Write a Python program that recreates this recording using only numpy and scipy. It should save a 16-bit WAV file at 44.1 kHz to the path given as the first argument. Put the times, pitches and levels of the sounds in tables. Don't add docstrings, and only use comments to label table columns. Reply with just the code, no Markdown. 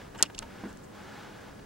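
import sys
import numpy as np
from scipy import signal
from scipy.fft import rfft, irfft, next_fast_len
from scipy.io import wavfile

SR = 44100
rng = np.random.default_rng(int(sys.argv[2]) if len(sys.argv) > 2 else 0)


def transcribe(u):
    v = np.clip(np.atleast_2d(u).T, -1, 1)
    q = np.round(v * 32767).astype(np.int16)
    wavfile.write(sys.argv[1], SR, q)


N = 72765
TIME = np.arange(N) / SR

# frequency_hz, correlation
NEAR_CORRELATION = [(60, 1), (250, 0.94), (500, 1), (1000, 0.75), (1600, 1), (3500, 0.95), (7000, 0.88),
                    (14000, 0.34)]


def from_db(db):
    return 10 ** (np.asarray(db) / 20)


def rms_one(x):
    return x / np.sqrt(np.mean(x ** 2) + 1e-20)


def at_hz(points, hz):
    frequencies, values = np.transpose(points)
    return np.interp(np.log(hz), np.log(frequencies), values)


def click(start_s):
    return 1.0 * (np.arange(N) == round(start_s * SR))


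def soften(x, hz):
    pole = np.exp(-2 * np.pi * hz / SR)
    return signal.lfilter([1 - pole], [1, -pole], x + 1e-18)


def ring(x, hz, t60):
    radius = np.exp(-np.log(1000) / (t60 * SR))
    angle = 2 * np.pi * hz / SR
    return signal.lfilter([0, np.sin(angle)], [1, -2 * radius * np.cos(angle), radius ** 2], x + 1e-18)


def resonate(x, hz, width_hz):
    return ring(x, hz, t60=np.log(1000) / (np.pi * width_hz))


def stereo_noise(colour, correlation=NEAR_CORRELATION):
    edges = 20 * 2 ** (np.arange(30) / 3)
    white = rng.standard_normal((2, 2, N + SR // 4))
    out = 0
    for k, (low, high) in enumerate(zip(edges, edges[1:])):
        band = signal.butter(2, [low, high], "band", fs=SR, output="sos")
        mid, side = signal.sosfilt(band, white[k % 2])[:, -N:]
        hz = np.sqrt(low * high)
        alike = np.clip(at_hz(correlation, hz), -1, 1)
        pair = np.sqrt(1 + alike) * mid + np.sqrt(1 - alike) * side * [[1], [-1]]
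        out += from_db(at_hz(colour, hz)) * pair
    return rms_one(out)


def blows(rows, attack_s):
    power = 0
    for start_s, db, t60, *_ in rows:
        age = np.maximum(TIME - start_s, 0)
        rise = 1 - np.exp(-age / attack_s)
        decay = np.exp(-np.log(1000) * age / t60)
        power += (from_db(db) * rise * decay) ** 2
    return np.sqrt(power)


def grains(per_s, spread_db):
    sizes = from_db(spread_db * np.minimum(rng.exponential(1, N), 4))
    return sizes * rng.choice([-1, 1], N) * (rng.random(N) < per_s / SR)


def swell(middle_s, half_s):
    return np.exp(-.5 * ((TIME - middle_s) / half_s) ** 2)


def cabin_air():
    # frequency_hz, relative_db
    colour = [(30, -21), (60, -7), (110, 1.5), (200, 2), (300, -0.5), (450, 0), (700, -5), (1100, -9.5),
              (1650, -14), (2200, -20), (4000, -23.5), (7000, -25), (11000, -30), (15500, -38)]
    # frequency_hz, correlation
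    correlation = [(60, 1), (150, 0.86), (280, 0.035), (500, -0.42), (800, -0.18), (1100, -0.1),
                   (1500, 0.48), (3000, 0.58), (6000, 0.21), (9000, 0.077), (15000, -0.13)]
    # pitch_hz, width_hz, level_db
    tones = [(100.2, 8.6, -63), (202.1, 11, -58.5), (276.3, 21, -61.5), (394, 15, -68.5), (1672, 18, -68.5)]
    hums = 0
    for hz, width, db in tones:
        hum = resonate(rng.standard_normal(N + SR), hz, width)[SR:]
        hums += from_db(db) * rms_one(hum)
    return from_db(-49) * stereo_noise(colour, correlation) + hums


def hand_rumble():
    # time_s, level_db
    sway = [(0, -57), (.1, -56), (.33, -72), (.36, -50.5), (.385, -48), (.42, -50), (.46, -51.5),
            (.51, -59), (.62, -66), (.68, -55), (.85, -66.5), (1.4, -66), (1.52, -57.5), (1.65, -59)]
    # frequency_hz, relative_db
    colour = [(20, -7), (35, 4.5), (55, 3), (90, -12), (200, -35), (1000, -81)]
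    return from_db(np.interp(TIME, *np.transpose(sway))) * stereo_noise(colour)


def cloth(hiss_db=-2, fibre_db=-4):
    # time_s, relative_db
    swish = [(0, -47), (.08, -57.5), (.3, -76), (.42, -59.5), (.5, -53), (.62, -49.5), (.7, -52.5),
             (.76, -61), (.9, -65), (.955, -51.5), (1.1, -49.5), (1.2, -47.5), (1.32, -52), (1.48, -52),
             (1.55, -58), (1.65, -62.5)]
    # frequency_hz, relative_db
    colour = [(100, -8), (350, 4.5), (800, 3), (1600, 0), (2200, -4.5), (3500, -8.5), (6000, -14.5),
              (9000, -25), (15500, -27)]
    # pitch_hz, width_hz, relative_db
    resonances = [(827, 81, -1.5), (1464, 135, -1), (1705, 100, -4), (2200, 200, -7), (2850, 180, -10),
                  (3430, 350, -10.5), (4740, 760, -12.5), (5780, 400, -16), (7000, 780, -18)]
    # middle_s, half_length_s, level_db
    catches = [(1.084, .0015, -51), (1.182, 0.0011, -50), (1.2475, 0.0018, -46), (1.421, .0015, -55),
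               (1.595, 0.0044, -52.5)]
    level = from_db(np.interp(TIME, *np.transpose(swish)))
    slips = np.diff(grains(per_s=3000, spread_db=3), prepend=0)
    rub = sum((-1) ** k * from_db(db) * rms_one(resonate(slips, hz, width))
              for k, (hz, width, db) in enumerate(resonances))
    catching = sum(from_db(db) * swell(middle_s, half_s) for middle_s, half_s, db in catches)
    fibres = np.hypot(from_db(fibre_db) * level, catching) * rms_one(rub)
    hiss = from_db(hiss_db) * level * stereo_noise(colour)
    return hiss + fibres


def seat_thumps():
    # start_s, thud_db, t60_s, boom_db
    hits = [(0.2093, -42.5, 0.062, -48), (.636, -37, 0.085, -38), (0.6522, -38, .14, -38.5)]
    # frequency_hz, relative_db
    colour = [(60, -31.5), (130, -28), (200, -0.5), (330, 4.5), (550, -4), (900, -9.5), (1600, -6),
              (2400, -32), (10000, -51)]
    # pitch_hz, gain_db, t60_s
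    modes = [(203.1, 2, 0.24), (248, 2, 0.078), (274, -2.5, 0.11), (397, -7.5, .17)]
    force = sum(from_db(boom_db) * click(start_s) for start_s, _, _, boom_db in hits)
    boom = sum((-1) ** k * from_db(db) * ring(force, hz, t60) for k, (hz, db, t60) in enumerate(modes))
    thud = blows(hits, attack_s=0.00073) * stereo_noise(colour)
    return boom + thud


def trim_knocks():
    # start_s, clatter_db, t60_s, ring_db
    hits = [(.147, -40, 0.071, -58), (.157, -40, .042, -47), (0.2048, -37, 0.09, -43.5),
            (0.2239, -36.5, 0.031, -48), (.234, -39, .025, -47), (0.2986, -39, 0.036, -49.5),
            (0.4243, -36, 0.064, -37.5)]
    # frequency_hz, relative_db
    colour = [(100, -18.5), (250, -0.5), (550, -6.5), (920, 1.5), (1200, -4), (1600, -6), (2300, -11),
              (3100, -12), (5000, -25), (14000, -35)]
    # pitch_hz, gain_db, t60_s
    modes = [(584, -10, 0.12), (916, 0, 0.1), (1264, -6.5, .03)]
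    force = sum(from_db(ring_db) * click(start_s) for start_s, _, _, ring_db in hits)
    panel = sum(from_db(db) * ring(force, hz, t60) for hz, db, t60 in modes)
    clatter = blows(hits, attack_s=0.001) * stereo_noise(colour)
    return panel + clatter


def case_body(force, low_cut_hz=2100, left_lag_s=26e-6):
    # pitch_hz, left_gain_db, right_gain_db, t60_s
    modes = [(2910.0, -10.5, -9.2, 0.0034), (3900, -15, -35, 0.0068), (4300, -24.5, -18.5, 0.0257),
             (4880, -10, 3, 0.0025), (5530, -15.5, 4, 0.003), (6740, 7.5, 4, 0.0021),
             (8370, 8.5, 1.6, 0.0018), (8690, 0.5, -7.5, 0.0057), (9900, -4, -6.5, 0.0027),
             (10900, -17.0, -2, 0.0019), (12200, -23, -23, 0.0022), (15000, -15.7, -34, 0.0022)]
    force = signal.sosfilt(signal.butter(2, low_cut_hz, "high", fs=SR, output="sos"), force)
    left, right = sum((-1) ** k * from_db([[left_db], [right_db]]) * ring(force, hz, t60)
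                      for k, (hz, left_db, right_db, t60) in enumerate(modes))
    size = next_fast_len(N)
    delay = np.exp(-2j * np.pi * np.fft.rfftfreq(size, 1 / SR) * left_lag_s)
    late_left = irfft(rfft(left, size) * delay, size)[:N]
    return np.array([late_left, right])


def case_creaks(direct_db=1.5):
    # middle_s, half_length_s, level_db, pitch_hz, width_hz
    creaks = [(0.189, 0.011, -54, 7560, 600), (0.192, 0.0038, -50, 2900, 200),
              (.194, 0.0086, -42, 1520, 150), (.211, 0.0076, -47.5, 1790, 300),
              (0.239, 0.0058, -44, 2850, 500), (0.259, 0.0073, -45.5, 2663, 600),
              (0.3497, .0022, -43.5, 3150, 550), (0.3837, 0.0019, -36.5, 2850, 300),
              (0.3815, 0.0014, -38, 4230, 900), (0.426, .0042, -49, 3100, 800),
              (.698, 0.011, -62, 7900, 3970), (0.844, 0.0068, -58.5, 7980, 6000)]
    out = 0
    for middle_s, half_s, db, hz, width in creaks:
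        slips = resonate(grains(per_s=2500, spread_db=2.5), hz, width)
        creak = rms_one(case_body(slips) + from_db(direct_db) * slips)
        out += from_db(db) * swell(middle_s, half_s) * creak
    return out


def case_snaps(tail_t60_s=0.056):
    # start_s, force_db, brightness_hz, tail_db
    snaps = [(.2261, 0, 16000, -26), (.2300, -13.5, 7000, -38), (0.2309, -7.5, 2200, -45),
             (0.388, -25.5, 2000, -58), (0.3901, -11, 1990, -45), (.3906, -34, 4000, -58),
             (0.18, -44, 15000, -76), (.1905, -39, 15000, -68), (0.197, -50, 15000, -74),
             (.7288, -46.5, 15000, -77), (0.773, -44.5, 15000, -71)]
    # frequency_hz, relative_db
    tail_colour = [(100, -16.5), (220, -1), (380, 0.5), (600, -6), (950, -3), (1350, 3), (2000, -8.5),
                   (3000, -2.5), (6500, -15), (10000, -22.5), (16000, -43)]
    force = sum(from_db(db) * soften(click(start_s), hz) for start_s, db, hz, _ in snaps)
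    tail = blows([(start_s, tail_db, tail_t60_s) for start_s, _, _, tail_db in snaps], attack_s=0.0012)
    return case_body(force) + tail * stereo_noise(tail_colour)


def scene():
    handling = case_snaps() + case_creaks() + trim_knocks() + seat_thumps()
    return handling + cloth() + hand_rumble() + cabin_air()


def record(dry, whine_hz=15734, whine_db=-79.5, cutoff_hz=16300):
    whine = from_db(whine_db) * rms_one(np.sin(2 * np.pi * whine_hz * TIME))
    overloaded = np.tanh(dry + whine)
    return signal.sosfilt(signal.ellip(10, .1, 70, cutoff_hz, fs=SR, output="sos"), overloaded)


dry = scene()
out = record(dry)
transcribe(out)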